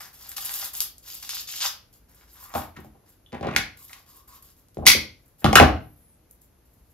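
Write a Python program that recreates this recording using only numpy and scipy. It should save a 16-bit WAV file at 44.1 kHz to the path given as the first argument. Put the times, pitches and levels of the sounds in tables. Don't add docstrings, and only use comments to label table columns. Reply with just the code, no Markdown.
import sys
import numpy as np
from scipy import signal
from scipy.fft import rfft, irfft
from scipy.io import wavfile
from scipy.ndimage import uniform_filter1d

SR = 44100
rng = np.random.default_rng(int(sys.argv[2]) if len(sys.argv) > 2 else 0)


def wav_out(sig):
    wavfile.write(sys.argv[1], SR, np.round(np.clip(np.atleast_2d(sig).T, -1, 1) * 32767).astype(np.int16))


N = 305986


def tearing():
    # start_s, length_s, level_db, swell_to_end_db, squelch_db, hiss_db
    pulls = [(0, 0.073, -48, -10.5, 0.5, 9), (0.128, 0.2, -60, 6.5, -7.5, 7.5),
             (0.364, 0.024, -36.5, -12.5, -8, 7), (0.402, 0.26, -46, 4.5, -8, 6),
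             (0.731, 0.065, -47, -0.5, -10.5, 9.5), (0.805, 0.039, -40, -7.5, -8.5, 10.5),
             (1.023, 0.067, -63.5, 14.5, -11, 7.5), (1.093, 0.21, -46.5, -16, -17, 3.5),
             (1.222, 0.056, -45, -6, -13, -1), (1.288, 0.12, -37, -3.5, -18, -1),
             (1.47, 0.2, -42, 2.5, -20, 0.5), (1.6, 0.059, -36, 3, -8, -3.5),
             (1.925, 0.035, -64.5, -5, -11, 9), (2.081, 0.17, -73.5, 5, 3, 7.5),
             (2.273, 0.18, -71.5, 14, 0.5, 8), (2.464, 0.1, -71, 12, 8.5, 6),
             (2.537, 0.1, -52, -7.5, 7.5, 7.5), (2.759, 0.034, -66.5, -11, 17, 13),
             (3.057, 0.077, -72, -5, 0, 9), (2.839, 0.011, -66.5, -4, -8, 10),
             (3.768, 0.073, -65.5, 5, -21, 11.5), (3.876, 0.12, -61.5, -1, -2.5, 4.5),
             (4.06, .14, -66.5, 0, -7, 8.5), (4.272, 0.1, -66, 3, -3, 8.5),
             (4.419, 0.085, -68, 1, -8.5, 10), (4.564, 0.045, -77.5, -1.5, -4, 13.5),
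             (5.204, .1, -83, -0.5, -1.5, 13), (5.38, 0.035, -75, 6.5, -15, 13),
             (5.969, 0.1, -84, -7, 7, 16), (6.103, .18, -96, -10, 0, 16), (6.295, 0.028, -86, -2, -10, 26),
             (6.409, .03, -82.5, -2.5, -10, 19), (6.649, .02, -77, -9, -9.5, 17),
             (6.7, .24, -94.5, 9.5, -9, 18.5)]
    # start_s, peak_db, lowest_hz, highest_hz
    ticks = [(0.317, -26.5, 1500, 12000), (0.365, -26, 910, 12400), (0.367, -25, 4000, 12200),
             (.381, -19, 970, 8900), (.384, -30, 1050, 1530), (.461, -22, 2500, 15000),
             (.494, -20.5, 920, 8000), (0.54, -14, 6000, 14400), (0.645, -26, 5400, 9400),
             (.738, -33, 3130, 14000), (0.752, -21, 4000, 13900), (0.8047, -8.5, 3700, 15000),
             (0.982, -36.5, 5300, 14100), (1.102, -32.5, 1980, 7000), (1.229, -38.5, 895, 6000),
             (1.2928, -16.5, 1020, 12700), (1.304, -26, 3000, 14100), (1.333, -33.5, 800, 2000),
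             (1.369, -25, 1000, 5460), (1.4906, -30, 1500, 6500), (1.539, -30.5, 910, 5000),
             (1.939, -40.5, 4130, 11700), (2.211, -48, 895, 3000), (3.321, -42, 1480, 4470),
             (3.348, -46.5, 1800, 4800), (3.802, -45.5, 4050, 11940), (4.503, -44.5, 3000, 14070),
             (4.567, -50.5, 2980, 14000), (4.685, -47, 4000, 13000), (4.746, -40.5, 3030, 14300),
             (4.782, -46.5, 6000, 11100), (6.311, -34.5, 9000, 15080), (6.418, -42.5, 6490, 13980)]
    # freq_hz, level_db
    body_colour = [(1500, -16.5), (2100, -15), (2600, -3.5), (3100, -1.5), (3650, -1), (4200, -2),
                   (4700, 2), (5250, 2.5), (5900, -1.5), (6600, -0.5), (7500, -1.5), (9000, -23)]
    # freq_hz, level_db
    hiss_colour = [(6000, -21), (7500, -1.5), (8500, -12), (10500, -4), (12500, -0.5), (14000, 2.5),
                   (16000, -6.5)]

    def snaps_and_noise(snaps_per_s, crackle_share=0.6):
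        snaps = crackle(snaps_per_s, 1.7)
        return np.sqrt(crackle_share) * snaps + np.sqrt(1 - crackle_share) * rng.standard_normal(N)

    low = band(band(snaps_and_noise(250), 580, 1900), 610, 3400)
    squelch = unit(patchy(low, 620, count=7) * flicker(40, 3.0))
    mid = band(colour(snaps_and_noise(600), body_colour), 1800, 11000)
    body = unit(patchy(mid, 1500, count=9) * flicker(90, 2.0))
    hiss = unit(colour(snaps_and_noise(900), hiss_colour) * flicker(90, 5.0))

    gains = strokes(pulls, attack_s=0.006, fade_db_per_s=450.5)
    squelch_db, hiss_db = np.transpose(pulls)[-2:]
    out = summed(gains) * body + summed(gains, squelch_db) * squelch + summed(gains, hiss_db) * hiss

    run_start_s, run_step_s, run_snaps = 1.605, 0.008, 8
    run = [(run_start_s + k * run_step_s, -20, 2820, 6000) for k in range(run_snaps)]
    for start_s, peak_db, lo_hz, hi_hz in [*ticks, *run]:
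        add(out, start_s, undb(peak_db) * crack(lo_hz, hi_hz, 0.0018, -11.5, order=3))
    return out


def knocks():
    # start_s, thud_db, board_ring_db, board_focus_hz, crack_db, crack_top_hz
    blows = [(2.539, -46, -30, 890, -31.5, 6000), (2.551, -26, -21, 753, -28, 4430),
             (2.556, -36.5, -16.5, 800, -25.5, 3000), (2.568, -41.5, -23, 790, -36, 3000),
             (2.580, -43, -24.5, 800, -34, 3500), (2.619, -48.5, -37.5, 850, -39, 3000),
             (2.750, -60, -62, 1700, -54, 2500), (2.766, -49, -48, 1500, -41, 5570),
             (2.771, -42, -47, 1300, -39, 3000), (2.787, -44.5, -48, 1300, -50, 3000),
             (2.846, -47, -41.5, 660, -62, 3000), (2.866, -50, -53, 800, -65, 3000),
             (3.329, -30.5, -31.5, 601, -37.5, 3010), (3.41, -30.5, -30, 525, -38, 4000),
             (3.429, -35, -25, 700, -40, 4510), (3.447, -26.5, -24.5, 725, -43, 3520),
             (3.458, -33.5, -26.5, 600, -45, 3540), (3.470, -25.5, -21, 466, -31.5, 4000),
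             (3.487, -32.5, -29.5, 912, -34, 3500), (3.512, -34.5, -32.5, 900, -34, 2972),
             (3.563, -30, -19.5, 1815, -7.5, 3500), (3.578, -38.5, -24, 1750, -29, 2990),
             (3.590, -38, -29.5, 594, -42, 3000), (4.771, -30, -24.5, 433, -42.5, 2994),
             (4.787, -27, -25.5, 514.4, -60, 3020), (4.855, -34, -28.5, 700, -29, 6000),
             (4.866, -24.5, -15.5, 994, -18.5, 4000), (4.883, -35.5, -20.5, 1000, -26.5, 3050),
             (4.950, -26, -23.5, 443.5, -38.5, 2980), (5.444, -13.5, -8.5, 766.3, -12, 3900),
             (5.454, -18.5, -13.5, 900, -19, 2990), (5.462, -20, -13, 1376, -19.5, 4010),
             (5.490, -23.5, -22, 500, -29.5, 3014), (5.53, -20.5, -11, 719, -15.5, 6750),
             (5.555, -19.5, 1.5, 1600, -4, 5030), (5.560, -19.5, -6, 560, -21, 2985),
             (5.570, -23.5, -2.5, 1450, -11, 4000), (5.583, -26.5, -4.5, 1400, -18.5, 4000),
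             (5.599, -8, 0, 648.5, -4, 3746), (5.611, -9, -2, 620, -22.5, 3544),
             (5.627, -14.5, -5, 672, -13, 3504)]
    # freq_hz, level_db
    counter_modes = [(57, -7), (70, -8.5), (86, 1.5), (110, -7), (134, -4), (151, -1), (180, -6), (211, 0),
                     (250, -3.5), (290, -3), (312, -3.5), (360, -8)]
    # freq_hz, level_db
    board_modes = [(420, 1.5), (500, -1.5), (570, -7), (630, -2), (722, 1), (800, -1.5), (870, -5.5),
                   (946, -6.5), (1060, 0.5), (1150, -0.5), (1257, -1.5), (1366, 4), (1467, 1), (1586, 0),
                   (1681, 0), (1800, -1)]
    out = np.zeros(N)
    for start_s, thud_db, board_db, focus_hz, crack_db, top_hz in blows:
        thud = ring(counter_modes, envelope_t60_s=0.18, rise_s=0.003)
        board = ring(board_modes, 0.04, 0.0005, focus_hz, 0.79)
        add(out, start_s, undb(thud_db) * thud)
        add(out, start_s, undb(board_db) * board)
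        add(out, start_s, undb(crack_db) * crack(1300, top_hz, 0.0032, -12.5, order=2))
    return band(out, 41, 18000)


def shears():
    # start_s, ring_db, focus_hz, breadth_octaves, crack_db, crack_top_hz
    clacks = [(3.262, -47, 3210, 0.18, -60, 6000), (3.346, -44.5, 3005, .7, -45.5, 5000),
              (3.428, -38, 3300, .7, -47.5, 5000), (3.479, -38.5, 3400, .3, -50, 5000),
              (3.528, -36.5, 2200, .4, -46, 4000), (3.537, -34, 2693, .4, -42.5, 4000),
              (3.550, -35, 2300, .4, -38.5, 4000), (3.563, -10.5, 1995, 0.7, -5.5, 4880),
              (3.578, -23.5, 2010, .5, -29, 4000), (3.895, -46, 2116, .5, -41, 6000),
              (3.931, -36, 2040, .5, -31.5, 8100), (4.861, -18.5, 4460, 1.4, -20, 10000),
              (4.866, -1, 3500, 1.6, 5.5, 12150), (4.869, -4, 2200, 0.66, 1, 11000),
              (4.875, 6.5, 4700, 1.0, 4, 10960), (4.884, -5.5, 2200, .5, -0.5, 10000),
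              (4.901, -8.5, 2260, .5, -6.5, 9000), (4.917, -5.5, 4500, .8, -10, 8000),
              (4.935, -15, 2190, .5, -14.5, 8000), (5.444, -15, 3100, 0.53, -14.5, 8830),
              (5.529, -19.5, 2472, 1.0, -22, 10070), (5.555, 0.5, 2997, 0.63, 2.5, 8000),
              (5.599, -5, 2180, 1.0, -19, 7000)]
    # freq_hz, level_db
    shears_modes = [(1800, -17.5), (1915, -10), (1985, -3.5), (2080, -4), (2186, 2), (2310, -5.5),
                    (2483, -1.5), (2719, -14.5), (2966, -5.5), (3400, -5), (3900, -10.5), (4300, -5),
                    (4533, -8), (4775, -3), (5200, -9), (5545, -2), (5900, -6.5), (6206, -2.5),
                    (6519, -4.5), (7628, -17), (8500, -2.5), (9302, -4.5), (10490, -13)]
    out = np.zeros(N)
    for start_s, ring_db, focus_hz, octaves, crack_db, top_hz in clacks:
        clack = ring(shears_modes, 0.023, 0.00011, focus_hz, max(octaves, 0.2))
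        add(out, start_s, undb(ring_db) * clack)
        add(out, start_s, undb(crack_db) * crack(1700, top_hz, 0.0037, -11.0, order=1))
    return out


def dragging():
    # start_s, length_s, rumble_db, swell_to_end_db, scuff_re_rumble_db
    drags = [(2.783, 0.037, -46.5, -10, -16), (2.944, 0.028, -60, -1.5, -17), (3.031, 0.017, -66.5, 3, -32),
             (3.323, 0.051, -44, 1, -7.5), (3.429, 0.063, -42.5, 4, -1.5), (3.506, 0.061, -46, 6.5, -1.5),
             (4.789, 0.1, -43, 2.5, -27), (5.416, .028, -55.5, 9, -1.5)]
    gains = strokes(drags, attack_s=0.0027, fade_db_per_s=901.5)
    bumps = crackle(4000, 1.7) * flicker(45, 2.8)
    rumble = unit(band(band(bumps, 65, 730), 45, 1000))
    scuff = unit(band(band(bumps, 750, 2400), 700, 3500))
    scuff_db = np.transpose(drags)[-1]
    return summed(gains) * rumble + summed(gains, scuff_db) * scuff


def groan():
    # start_s, length_s, level_db, swell_to_end_db
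    groans = [(2.391, 0.067, -64, 8), (2.491, .041, -68, 6), (3.791, 0.024, -65.5, 1),
              (3.911, 0.1, -62.5, -7), (4.081, 0.097, -72.5, 10.5), (4.286, 0.085, -60.5, 0.5)]
    gains = strokes(groans, attack_s=0.01, fade_db_per_s=250)
    return summed(gains) * unit(band(crackle(400, 3.3), 1000, 1180))


def squeak():
    # time_s, eighth_partial_hz
    glide = [(5.79, 11970), (5.86, 11680), (5.91, 12360), (5.95, 12600), (5.98, 12240), (6.015, 11100),
             (6.07, 10960), (6.11, 10120), (6.17, 8500)]
    # multiple_of_fundamental, level_db
    partials = [(5, -89), (7, -71.5), (8, -68), (9, -76.5)]
    time_s, eighth_hz = np.transpose(glide)
    t = np.arange(N) / SR
    fundamental_hz = uniform_filter1d(np.interp(t, time_s, eighth_hz), 900) / 8
    phase = 2 * np.pi * np.cumsum(fundamental_hz) / SR
    on = np.clip(np.minimum(t - time_s[0], time_s[-1] - t) / 0.035, 0, 1)
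    return on * sum(undb(db) * np.sin(k * phase) for k, db in partials)


def room():
    # freq_hz, t60_s, level_db
    echo = [(100, 0.48, -1.5), (397, 0.34, -3), (1500, 0.33, -1.5), (4000, 0.32, 0), (9000, 0.18, 1.5),
            (15000, 0.25, 1)]
    hz, t60_s, level_db = np.transpose(echo)
    t = np.arange(int(0.6 * SR)) / SR
    tail = np.zeros((2, len(t)))
    for centre_hz in 60 * 2.0 ** np.arange(9):
        octave_t60_s = np.interp(np.log(centre_hz), np.log(hz), t60_s)
        octave_db = np.interp(np.log(centre_hz), np.log(hz), level_db)
        noise = band(rng.standard_normal((2, len(t))), centre_hz / np.sqrt(2), centre_hz * np.sqrt(2))
        tail += undb(octave_db) * noise * 1000.0 ** (-t / octave_t60_s)
    tail *= np.clip((t - 0.002) / 0.0022, 0, 1)
    return tail / np.sqrt(np.sum(tail ** 2, axis=1, keepdims=True))


def house_hush():
    # freq_hz, relative_density_db
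    hush_colour = [(15, -40), (25, -14.5), (58, 2.5), (85, -4), (190, -11.5), (312, -13), (385, -17),
                   (476, -16), (922, -23.5), (3220, -33), (7000, -34), (9000, -37.5), (11000, -27),
                   (13000, -29.5), (14500, -52)]
    pair = [colour(rng.standard_normal(N), hush_colour) for _ in range(2)]
    return undb(-58) * np.array(pair)


def ring(modes, envelope_t60_s, rise_s, focus_hz=1000, octaves=20):
    hz, db = np.transpose(modes)[:, :, None]
    t = np.arange(int(1.5 * envelope_t60_s * SR)) / SR
    level_chance, pitch_chance, sign_chance = rng.standard_normal((3, len(modes), 1))
    focus_db = -14 * (np.log2(hz / focus_hz) / octaves) ** 2
    gain = undb(db + focus_db + 2.0 * level_chance) * np.sign(sign_chance)
    tones = np.sin(2 * np.pi * hz * (1 + 0.012 * pitch_chance) * t)
    x = np.sum(gain * tones * np.exp(-t * hz / 40), axis=0)
    x = x * 1000.0 ** (-t / envelope_t60_s) * (1 - np.exp(-t / rise_s))
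    return x / np.abs(x).max()


def crack(lo_hz, hi_hz, decay_s, grit_db, order):
    t = np.arange(SR // 20) / SR
    grit = undb(grit_db) * rng.standard_normal(len(t)) * np.exp(-t / decay_s)
    burst = rfft((t == 0) + grit)
    flat = burst / uniform_filter1d(np.abs(burst), size=9)
    x = irfft(flat, len(t)) * np.exp(-t / (3 * decay_s))
    x = signal.sosfilt(signal.butter(max(order, 2), lo_hz, "high", fs=SR, output="sos"), x)
    x = signal.sosfilt(signal.butter(order, hi_hz, fs=SR, output="sos"), x)
    return x / np.abs(x).max()


def crackle(snaps_per_s, spread_db):
    when, sign, size = rng.random((N, 3)).T
    snap = undb(-spread_db * np.log(size + 0.0027)) * np.sign(sign - 0.5)
    return unit((when < snaps_per_s / SR) * snap)


def patchy(x, lo_hz, count):
    edges_hz = lo_hz * 2 ** (0.3 * np.arange(count + 1))
    return x + sum(band(x, lo, hi) * (flicker(45, 1.75) - 1) for lo, hi in zip(edges_hz, edges_hz[1:]))


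def flicker(steps_per_s, spread_db):
    k = int(SR / steps_per_s)
    steps = np.repeat(rng.standard_normal(N // k + 1), k)
    return undb(spread_db * uniform_filter1d(steps, k // 2)[:N])


def strokes(rows, attack_s, fade_db_per_s):
    start_s, length_s, level_db, swell_db = np.transpose([r[:4] for r in rows])[:, :, None]
    t = np.arange(N) / SR - start_s
    shape_db = swell_db * np.clip(t / length_s, 0, 1) - fade_db_per_s * np.clip(t - length_s, 0, 1)
    return undb(level_db + shape_db) * np.clip(t / attack_s, 0, 1)


def summed(gains, db=0):
    return np.sqrt(np.sum((gains * undb(db).reshape(-1, 1)) ** 2, axis=0))


def undb(db):
    return 10 ** (np.asarray(db) / 20)


def unit(x):
    return x / np.sqrt(np.mean(x ** 2))


def across(table, n):
    hz, value = np.transpose(table)
    bins_hz = np.arange(n // 2 + 1) * SR / n
    return np.interp(np.log(bins_hz + 1), np.log(hz), value)


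def colour(x, table):
    return unit(irfft(rfft(x) * undb(across(table, N)), N))


def band(x, lo_hz, hi_hz):
    sos = signal.butter(2, [lo_hz, min(hi_hz, 0.45 * SR)], "band", fs=SR, output="sos")
    return signal.sosfilt(sos, x)


def add(out, start_s, x):
    i = int(start_s * SR)
    out[i:i + len(x)] += x[:N - i]


def scene():
    dry = tearing() + knocks() + shears() + dragging() + groan() + squeak()
    wet = signal.fftconvolve(dry[None], room(), axes=1)[:, :N]
    return undb(4.0) * dry + undb(1.0) * wet + house_hush()


def record(dry):
    # freq_hz, lead_rad
    port_lead = [(60, 0.22), (290, .65), (640, 1.3), (2000, 1.1), (5000, 1.534), (6500, 1.5), (7800, 2.85),
                 (8600, 2.9), (9500, 3.73), (10700, 4.48), (11800, 4.8), (12800, 6.2)]
    # freq_hz, level_db
    mic_colour = [(30, 1), (60, 0.5), (6000, 1), (8500, 4), (11000, 3), (13300, -0.5), (14200, -8.5),
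                  (16000, -7)]
    lead_rad, mic = across(port_lead, N), undb(across(mic_colour, N))
    mid = irfft(rfft(dry[0]) * mic * np.cos(lead_rad / 2), N)
    side = irfft(rfft(dry[1]) * mic * np.sin(lead_rad / 2) * 1j, N)
    pair = np.array([undb(-2.0) * (mid + side), undb(-3.0) * (mid - side)])
    overloaded = np.clip(pair, -1, 1)
    top_cut = signal.ellip(8, 0.2, 60, 15580, fs=SR, output="sos")
    return signal.sosfilt(top_cut, overloaded)


dry = scene()
out = record(dry)
wav_out(out)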